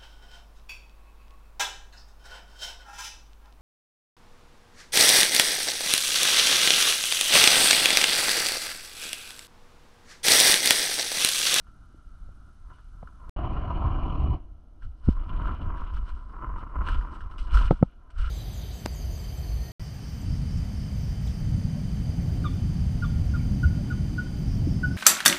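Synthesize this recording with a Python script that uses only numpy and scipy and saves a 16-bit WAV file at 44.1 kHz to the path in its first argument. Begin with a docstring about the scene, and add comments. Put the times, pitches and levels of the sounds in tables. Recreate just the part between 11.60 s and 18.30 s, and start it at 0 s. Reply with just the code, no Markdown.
"""On sea ice, a person handles a bag, then turns and treads into slushy snow.
We hear it through a head-worn camera in a closed case, which gives nearly everything a hollow ring.
Wind buffets the case, heavy clothing rubs, boots crush wet ice grains and a few knocks jolt the mount
that holds the camera. The sound cuts out for a moment just before the first gust."""
import sys
import numpy as np
from scipy import signal
from scipy.fft import rfft, irfft
from scipy.io import wavfile
from scipy.ndimage import uniform_filter1d

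SR = 44100
rng = np.random.default_rng(int(sys.argv[2]) if len(sys.argv) > 2 else 0)


def unload_audio(sound):
    """Save the sound as a 16-bit wav file, at the path given as the first command line argument."""
    columns = np.transpose(np.atleast_2d(sound))
    # keep every value between -1 and 1, then stretch to whole-number steps
    steps = np.round(np.clip(columns, -1, 1) * 32767)
    wavfile.write(sys.argv[1], SR, steps.astype(np.int16))


N = 295405
T = np.arange(N) / SR
HZ = np.fft.rfftfreq(8192, 1 / SR)
GAP_START_S, GAP_END_S = 1.695, 1.763  # the moment of silence

# The hollow ring of the case. Each row: pitch in Hz, width in Hz, boost in dB.
CASE_RESONANCES = [(312.4, 75, 4.5), (618, 150, 3), (1003, 199, 14), (1331, 317, 12.5), (1568, 130, 3.5),
                   (2080, 300, 5), (2410, 160, 6.5), (2938, 380, 14), (3350, 160, 3.5), (4150, 140, 4),
                   (4440, 90, 2), (5100, 420, 3), (6100, 1300, 8.5), (8080, 420, 5.5), (9620, 730, 6)]
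# The tones of the struck mount. Each row: pitch in Hz, relative level in dB, seconds to fade by 60 dB.
MOUNT_TONES = [(526, 6, 0.018), (746, 0.5, 0.018), (894, -5.5, 0.026), (1053, -7, 0.016),
               (1310, -3.5, 0.031), (2160, -4, 0.0087)]

# How deep or bright each sound starts out. Each row: frequency in Hz, relative level in dB.
SEATED_AIR_SPECTRUM = [(60, 1.5), (250, -13), (500, -30), (750, -25), (1000, -40), (1350, -24.5),
                       (1900, -40.5), (2900, -47.5), (3700, -38), (6000, -46), (8000, -47), (10000, -45),
                       (14000, -63)]
WALKING_AIR_SPECTRUM = [(60, -6), (250, -11), (500, -23), (750, -21), (1000, -38.5), (1350, -32.5),
                        (1900, -44.5), (2900, -49), (3700, -43), (8000, -55.5), (10000, -52),
                        (14000, -60.5)]
SWAY_SPECTRUM = [(8, -8), (20, -0.5), (34, 2.5), (60, -5), (90, -16.5), (140, -34.5), (250, -40.5),
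                 (500, -104)]
WIND_SPECTRUM = [(20, 2.5), (65, 8.5), (110, 2), (200, -7.5), (340, -12.5), (500, -25), (740, -16),
                 (870, -27.5), (1130, -23.5), (1500, -36), (2000, -45), (2350, -41), (2650, -43),
                 (3000, -41.5), (3650, -54), (4200, -51.5), (4900, -62), (6000, -67.5), (7500, -96)]
CLOTH_SPECTRUM = [(40, -10), (100, -4.5), (250, -11), (500, -21.5), (850, -24), (1020, -18.5), (1170, -20),
                  (1350, -22.5), (2300, -40), (3000, -49.5), (4000, -70.5), (8000, -65.5)]
RATTLE_SPECTRUM = [(60, 2.5), (200, 11), (500, -19), (800, -9), (1100, -51), (2000, -20), (4000, -9),
                   (8000, -18), (14000, -33.5)]
SLUSH_SPECTRUM = [(60, -9.5), (150, -22), (500, -13.5), (1000, -22.5), (1400, -5), (2000, -19.5),
                  (3000, -18.5), (4000, -19.5), (5200, -24.5), (6500, -37), (8200, -29.5), (12000, -46),
                  (15000, -55)]

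# Things that swell and fade. Each row: start in seconds, hold in seconds, relative level in dB.
WEIGHT_SHIFTS = [(0.47, 0.046, -42.5), (0.62, 0.092, -40), (1.04, 0.035, -42), (1.25, 0.25, -44),
                 (1.64, 0.047, -37), (2.8, .15, -41), (3.25, 0.032, -30), (3.47, 0.13, -26.5),
                 (3.73, 0.15, -27.5), (4.05, 0.2, -30.5), (4.33, 0.092, -26), (4.52, 0.045, -31),
                 (4.88, 0.084, -30.5), (5.18, 0.041, -24), (5.3, 0.094, -22.5), (5.63, 0.036, -33.5),
                 (5.81, 0.024, -26), (5.94, 0.046, -15), (6.04, 0.073, -20.5), (6.59, 0.073, -23)]  # the body shakes the mount
WIND_GUSTS = [(1.76, 0.99, -42), (2.29, 0.2, -46), (3.71, 0.4, -53)]
CLOTH_STROKES = [(1.105, .015, -58.5), (1.44, 0.033, -62), (1.63, 0.073, -54.5), (2.62, 0.0098, -51.5),
                 (2.742, 0.0048, -57.5), (3.48, 0.03, -54), (3.58, 0.058, -49.5), (3.71, .1, -45),
                 (3.83, 0.078, -40), (4.02, 0.22, -44.5), (4.3, .2, -52.5), (4.56, 0.065, -55),
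                 (4.72, 0.041, -47.5), (4.82, 0.22, -43.5), (5.16, 0.15, -42), (5.35, 0.22, -45.5),
                 (5.66, 0.32, -51.5), (5.95, 0.08, -41), (6.18, 0.02, -57), (6.44, 0.058, -63.5)]  # sleeves, trousers and bag

# As the head turns, a dip in the wind's tone slides down and the bass grows. Each row: time in seconds,
# dip frequency in Hz, dip depth in dB (below zero it is a boost), bass boost in dB.
HEAD_TURN = [(1.76, 1890, -5, -3), (2.301, 1700, -5, -2.5), (2.5, 1490, 6, -4), (2.65, 1510, 11, 5.5),
             (2.899, 1320, 22.5, 7)]
# Small gritty scuffs: crunches of ice, and early on a few dull scrapes of cloth. Each row: start in seconds, #
# relative level in dB, fade time in seconds, treble boost in dB.
SCUFFS = [(0.068, -52.5, 0.016, -8.5), (1.098, -51.5, 0.017, -11), (1.13, -67.5, 0.09, 5.5),
          (1.184, -51, 0.0099, -16), (1.474, -45.5, 0.0066, -14), (3.221, -49, .016, -13),
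          (3.483, -51, 0.027, 2.5), (3.689, -54, 0.0069, -6), (3.754, -55, 0.0053, -2),
          (3.829, -37, 0.0044, -12.5), (3.872, -33.5, 0.0059, -16), (4.014, -52, 0.0073, -6),
          (4.171, -36, 0.009, -15), (4.367, -39, 0.0066, -10.5), (5.286, -24, 0.0045, -6),
          (5.411, -39, 0.0088, -13), (5.606, -41, 0.013, -9.5), (5.71, -50.5, 0.019, -2),
          (5.782, -47, 0.02, 9), (5.87, -46, 0.011, -1), (5.971, -27.5, 0.012, -3.5),
          (6.502, -55, 0.011, 6)]
# Blows to the mount, with two faint soft bumps of handling early on. Each row: start in seconds, # thud peak in
# dB, thud pitch in Hz, thud Q (higher rings longer), ring peak in dB, treble limit in Hz # (higher for a harder
# hit), rattle peak in dB, seconds until the rebound.
MOUNT_KNOCKS = [(0.342, -51.5, 325, 6.4, -52, 350, -49, 0.0045),
                (0.688, -67, 250, 1.5, -52, 550, -50, 0.0045),
                (1.428, -32, 302, 0.34, -34.5, 950, -41, 0.0031),
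                (3.475, -9.5, 79, 2.8, -38, 170, -48, 0.0059),
                (3.486, -8, 228, 1.36, -22.5, 367, -40, 0.00223),
                (6.1084, -8.5, 199, 2.4, -9.5, 980, -17.5, 0.00415),
                (6.123, -22.5, 292, 3.3, -29, 500, -31, 0.0017),
                (6.212, -26.5, 210, 2.3, -55, 250, -44, 0.0031),
                (6.2263, -4.5, 177, 0.95, -10, 677, -20.5, 0.0028)]
# A boot presses into slush. Each row: start in seconds, hold in seconds, relative level in dB,
# crispness in dB (how strong the treble is next to that level).
BOOT_TREADS = [(3.231, 0.018, -68.5, -8.5), (3.459, 0.064, -65, -9), (3.61, .05, -62, -40),
               (3.696, 0.17, -58.5, -32), (3.867, 0.11, -56.5, -31), (4.012, 0.032, -62, -30),
               (4.176, 0.13, -57.5, -25), (4.347, 0.028, -58.5, -14.5), (4.481, 0.02, -58.5, -13),
               (4.988, .03, -63.5, -25), (5.273, 0.074, -47, -15.5), (5.544, 0.016, -63.5, -5.5),
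               (5.812, 0.046, -66, -6), (5.938, 0.14, -44.5, -12.5), (6.591, 0.17, -51.5, -11)]


def amp(db):
    """Turn decibels into a number to multiply by."""
    return 10 ** (np.asarray(db) / 20)


def during(start, end, fade=0.0083):
    """1 between two times and 0 outside, with a fade at each end; all in seconds."""
    return np.clip(np.minimum(T - start, end - T) / fade, 0, 1)


def band(x, low_hz, high_hz):
    """Keep the part of a sound between two frequencies."""
    hz = np.fft.rfftfreq(N, 1 / SR)
    return irfft(rfft(x) * ((hz > low_hz) & (hz < high_hz)), N)


def unit(x, low_hz=0, high_hz=SR):
    """Scale a sound so its average strength (rms) between two frequencies is 1."""
    return x / (np.std(band(x, low_hz, high_hz)) + 1e-15)


def curve(spectrum):
    """Join the rows of a spectrum table into one curve in dB."""
    hz, db = np.transpose(spectrum)
    return np.interp(np.log(HZ + 1), np.log(hz), db)


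def in_case(spectrum):
    """The same curve with the ring of the closed case added."""
    ring_db = sum(db / (1 + (2 * (HZ - hz) / width) ** 2) for hz, width, db in CASE_RESONANCES)
    return curve(spectrum) + ring_db


def colour(x, db):
    """Filter a sound by a curve in dB, so that clicks ring only after they strike."""
    log_gain = np.log(amp(np.r_[db, db[-2:0:-1]]))
    response = np.fft.ifft(np.exp(np.conj(signal.hilbert(log_gain)))).real
    return signal.oaconvolve(x, response[:len(response) // 2])[:N]


def flutter(rate_hz, depth_db):
    """A loudness that wavers at random."""
    return amp(depth_db * unit(band(rng.standard_normal(N), 0, rate_hz)))


def grains(per_s, spread_db, hiss):
    """Tiny snaps of unequal size over a smooth hiss."""
    size = amp(spread_db * np.minimum(rng.exponential(1, N), 4))
    snaps = size * rng.choice([-1, 1], N) * (rng.random(N) < per_s / SR)
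    return unit(snaps) + hiss * rng.standard_normal(N)


def swells(rows, rise_s, fall_s, sag_db_per_s=0, tail_db=-100, tail_s=1):
    """Loudness that grows, holds, then falls to a faint tail; rise, fall and tail times span 20 dB."""
    t, power = T[::32], 0
    for start, hold, db in rows:
        early, late = np.maximum(start - t, 0), np.maximum(t - start - hold, 0)
        held = amp(db - 20 * early / rise_s - sag_db_per_s * np.clip(t - start, 0, hold))
        fading = np.maximum(amp(-20 * late / fall_s), amp(tail_db - 20 * late / tail_s))
        power = power + (held * fading) ** 2
    return np.interp(T, t, np.sqrt(power))


def gusting():
    """How hard the wind blows: it holds, then drops as the head turns away."""
    return swells(WIND_GUSTS, rise_s=0.18, fall_s=0.045, tail_db=-14, tail_s=0.21) * (T > GAP_START_S)


def ticking(per_s=33, unevenness=0.41, tick_s=0.002, seated_db=-90, walking_db=-97):
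    """Very faint, uneven ticking in the highest treble."""
    waits = abs(1 + unevenness * rng.standard_normal(400)) / per_s
    times = np.r_[0, np.cumsum(waits)]
    age = T - times[np.searchsorted(times, T, side="right") - 1]  # seconds since the last tick
    ticks = unit(band(rng.standard_normal(N) * np.exp(-age / tick_s), low_hz=7800, high_hz=12500))
    return ticks * (amp(seated_db) * (T < GAP_START_S) + amp(walking_db) * during(2.3, 8.2, fade=0.29))


def air(seated_db=-55, walking_db=-62):
    """Quiet open air: its low end wavers before the silence, and it is softer and steady after."""
    seated = unit(colour(rng.standard_normal(N), in_case(SEATED_AIR_SPECTRUM)))
    seated = seated + band(seated, 0, 1600) * (flutter(rate_hz=14, depth_db=1.5) - 1)
    walking = unit(colour(rng.standard_normal(N), in_case(WALKING_AIR_SPECTRUM)))
    return np.where(T < GAP_START_S, amp(seated_db) * seated, amp(walking_db) * walking)


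def sway(seated_db=-50, standing_db=-49, walking_db=-43, buffet_db=11, steadiness=0.63):
    """The mount wobbles with the body and in the wind, making a deep, lumpy rumble."""
    wobble = colour(rng.standard_normal(N), curve(SWAY_SPECTRUM))
    swing = np.sqrt(uniform_filter1d(abs(signal.hilbert(wobble)) ** 2, size=3000))
    rumble = unit(wobble / swing ** steadiness)  # partly evens out big and small swings
    resting = np.where(T < GAP_START_S, amp(seated_db), amp(standing_db))
    walking = amp(walking_db) * during(3.45, 6.3, fade=0.024)
    shifting = swells(WEIGHT_SHIFTS, rise_s=0.055, fall_s=0.084)
    buffeting = amp(buffet_db) * gusting()
    return rumble * np.sqrt((resting + walking) ** 2 + shifting ** 2 + buffeting ** 2)


def wind(gain_db=-0.5, patchy_db=2, dip_width_hz=420, bass_hz=220):
    """A gust roars over the case and dies as the head turns away; a weaker one follows."""
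    eddies = grains(per_s=5000, spread_db=3.5, hiss=1.6) * flutter(rate_hz=50, depth_db=1.5)
    roar = unit(colour(eddies, in_case(WIND_SPECTRUM)), 300, 900)
    hz, t, bands = signal.stft(roar, SR, nperseg=1024)
    turn_s, dip_hz, dip_db, bass_db = np.transpose(HEAD_TURN)
    bands *= amp(np.interp(t, turn_s, bass_db) / (1 + (hz[:, None] / bass_hz) ** 2))
    from_dip_hz = hz[:, None] - np.interp(t, turn_s, dip_hz)
    bands *= amp(-np.interp(t, turn_s, dip_db) / (1 + (2 * from_dip_hz / dip_width_hz) ** 2))
    # swirls of air favour different frequencies from moment to moment
    patches = uniform_filter1d(rng.standard_normal(bands.shape), size=10, axis=0)
    patches = uniform_filter1d(patches, size=4, axis=1)
    bands *= amp(patchy_db * patches / patches.std())
    return signal.istft(bands, SR, nperseg=1024)[1][:N] * gusting() * amp(gain_db)


def clothing(gain_db=-2.24):
    """Coarse cloth catches and slips; the mount carries the sound into the case."""
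    slips = grains(per_s=1500, spread_db=5.0, hiss=1.0) * flutter(rate_hz=53, depth_db=2.5)
    rub = unit(colour(slips, in_case(CLOTH_SPECTRUM)), 900, 1150)
    strokes = swells(CLOTH_STROKES, rise_s=0.1, fall_s=0.11, tail_db=-20.5, tail_s=0.22)
    return rub * strokes * amp(gain_db)


def scuffs(rise_s=0.00082, treble_hz=2000):
    """Short gritty bursts start sharply and crumble away; dry ice is brighter than wet, cloth scrapes duller."""
    force, brightness = np.zeros((2, N))
    for start, db, fade_s, treble_db in SCUFFS:
        age = np.maximum(T - start, 0)
        burst = amp(db) * (1 - np.exp(-age / rise_s)) * np.exp(-age / fade_s)
        force += burst
        brightness += amp(treble_db) * burst
    grit = unit(colour(grains(per_s=2100, spread_db=3.0, hiss=0.52), in_case(SLUSH_SPECTRUM)))
    low = band(grit, 0, treble_hz)
    return force * low + brightness * (grit - low)


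def knocks(low_hz=40, rattle_s=0.0086, rebound_share=0.75):
    """Each blow pushes the springy mount, sets it ringing and rattles its loose joint."""
    out, hz, t = np.zeros(N), HZ + 1, T[:len(HZ)]
    tones = sum((-1) ** k * amp(db - 60 * t / fade_s) * np.sin(2 * np.pi * pitch * t)
                for k, (pitch, db, fade_s) in enumerate(MOUNT_TONES))
    for start, thud_db, thud_hz, thud_q, ring_db, hard_hz, rattle_db, rebound_s in MOUNT_KNOCKS:
        contact_db = -10 * np.log10(1 + (hz / hard_hz) ** 4)  # soft hits lose their treble
        # the camera on its strap is a damped spring that passes no steady push
        low_cut = hz ** 2 / (hz ** 2 + low_hz ** 2)
        spring = low_cut / abs(1 - (hz / thud_hz) ** 2 + 1j * hz / (thud_hz * thud_q))
        push = colour(signal.unit_impulse(len(t)), 20 * np.log10(spring + 1e-6) + contact_db)
        # part of the push comes back as the mount hits its stop
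        age = T[:len(push)]
        thud = push - rebound_share * np.interp(age - rebound_s, age, push, left=0)
        ring = colour(tones, contact_db)
        chatter = rng.standard_normal(len(t)) * np.exp(-t / rattle_s)
        rattle = colour(chatter, curve(RATTLE_SPECTRUM) + contact_db)
        layers = (ring, ring_db), (-thud, thud_db), (rattle, rattle_db)
        blow = sum(amp(db) * layer / abs(layer).max() for layer, db in layers)
        slot = out[round(start * SR):][:len(blow)]
        slot += blow[:len(slot)]
    return out


def crush(per_s, spread_db, low_hz, high_hz):
    """A stream of ice grains breaks, heard through the case and mostly between two frequencies."""
    snaps = grains(per_s, spread_db, hiss=1.0) * flutter(rate_hz=37, depth_db=2.5)
    edges_db = -10 * np.log10((1 + (low_hz / (HZ + 20)) ** 10) * (1 + (HZ / high_hz) ** 10))
    return colour(snaps, np.maximum(in_case(SLUSH_SPECTRUM) + edges_db, -110))


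def boots(gain_db=-1.0, body_hz=2100, crisp_hz=3600, muffle=0.36, firm_db=-11.0, fizz_db=-88):
    """Soles crush wet ice: hard treads are full and crisp, soft ones mostly ring the case near 3 kHz."""
    start, hold, db, crispness_db = np.transpose(BOOT_TREADS)

    def pressure(tread_db):
        """The sole presses down and eases off, then the slush settles."""
        treads = zip(start, hold, tread_db)
        return swells(treads, rise_s=0.039, fall_s=0.037, sag_db_per_s=36.5, tail_db=-9, tail_s=0.27)

    body = crush(per_s=900, spread_db=1, low_hz=40, high_hz=body_hz)
    grit = crush(per_s=450, spread_db=5.0, low_hz=body_hz, high_hz=crisp_hz)
    crisp = crush(per_s=800, spread_db=0.5, low_hz=crisp_hz, high_hz=15000)
    grit_strength = np.std(band(grit + crisp, 2600, 6000))
    crisp = unit(crisp, 4800, 11000)
    squash_db = muffle * np.minimum(crispness_db - firm_db, 0)  # a soft tread also loses its low body
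    crunch = (grit * pressure(db) + body * pressure(db + squash_db)) / grit_strength
    crunch += crisp * pressure(db + crispness_db)
    fizz = crisp * amp(fizz_db) * during(3.33, 6.3, fade=0.1)  # loose grains under shifting feet
    return crunch * amp(gain_db) + fizz


def scene():
    """Add up all the sounds at the one microphone."""
    return (air() + sway() + wind() + clothing() + boots() + scuffs() + knocks() + ticking())[None]


def record(dry, top_hz=14500):
    """Cut the sound out for a moment, then take off the very highest treble."""
    heard = dry * ((T < GAP_START_S) + during(GAP_END_S, 7, fade=0.00073))
    treble_cut = signal.firwin(255, top_hz, window=("kaiser", 9), fs=SR)
    return signal.oaconvolve(heard, treble_cut[None], "same")


dry = scene()
out = record(dry)
unload_audio(out)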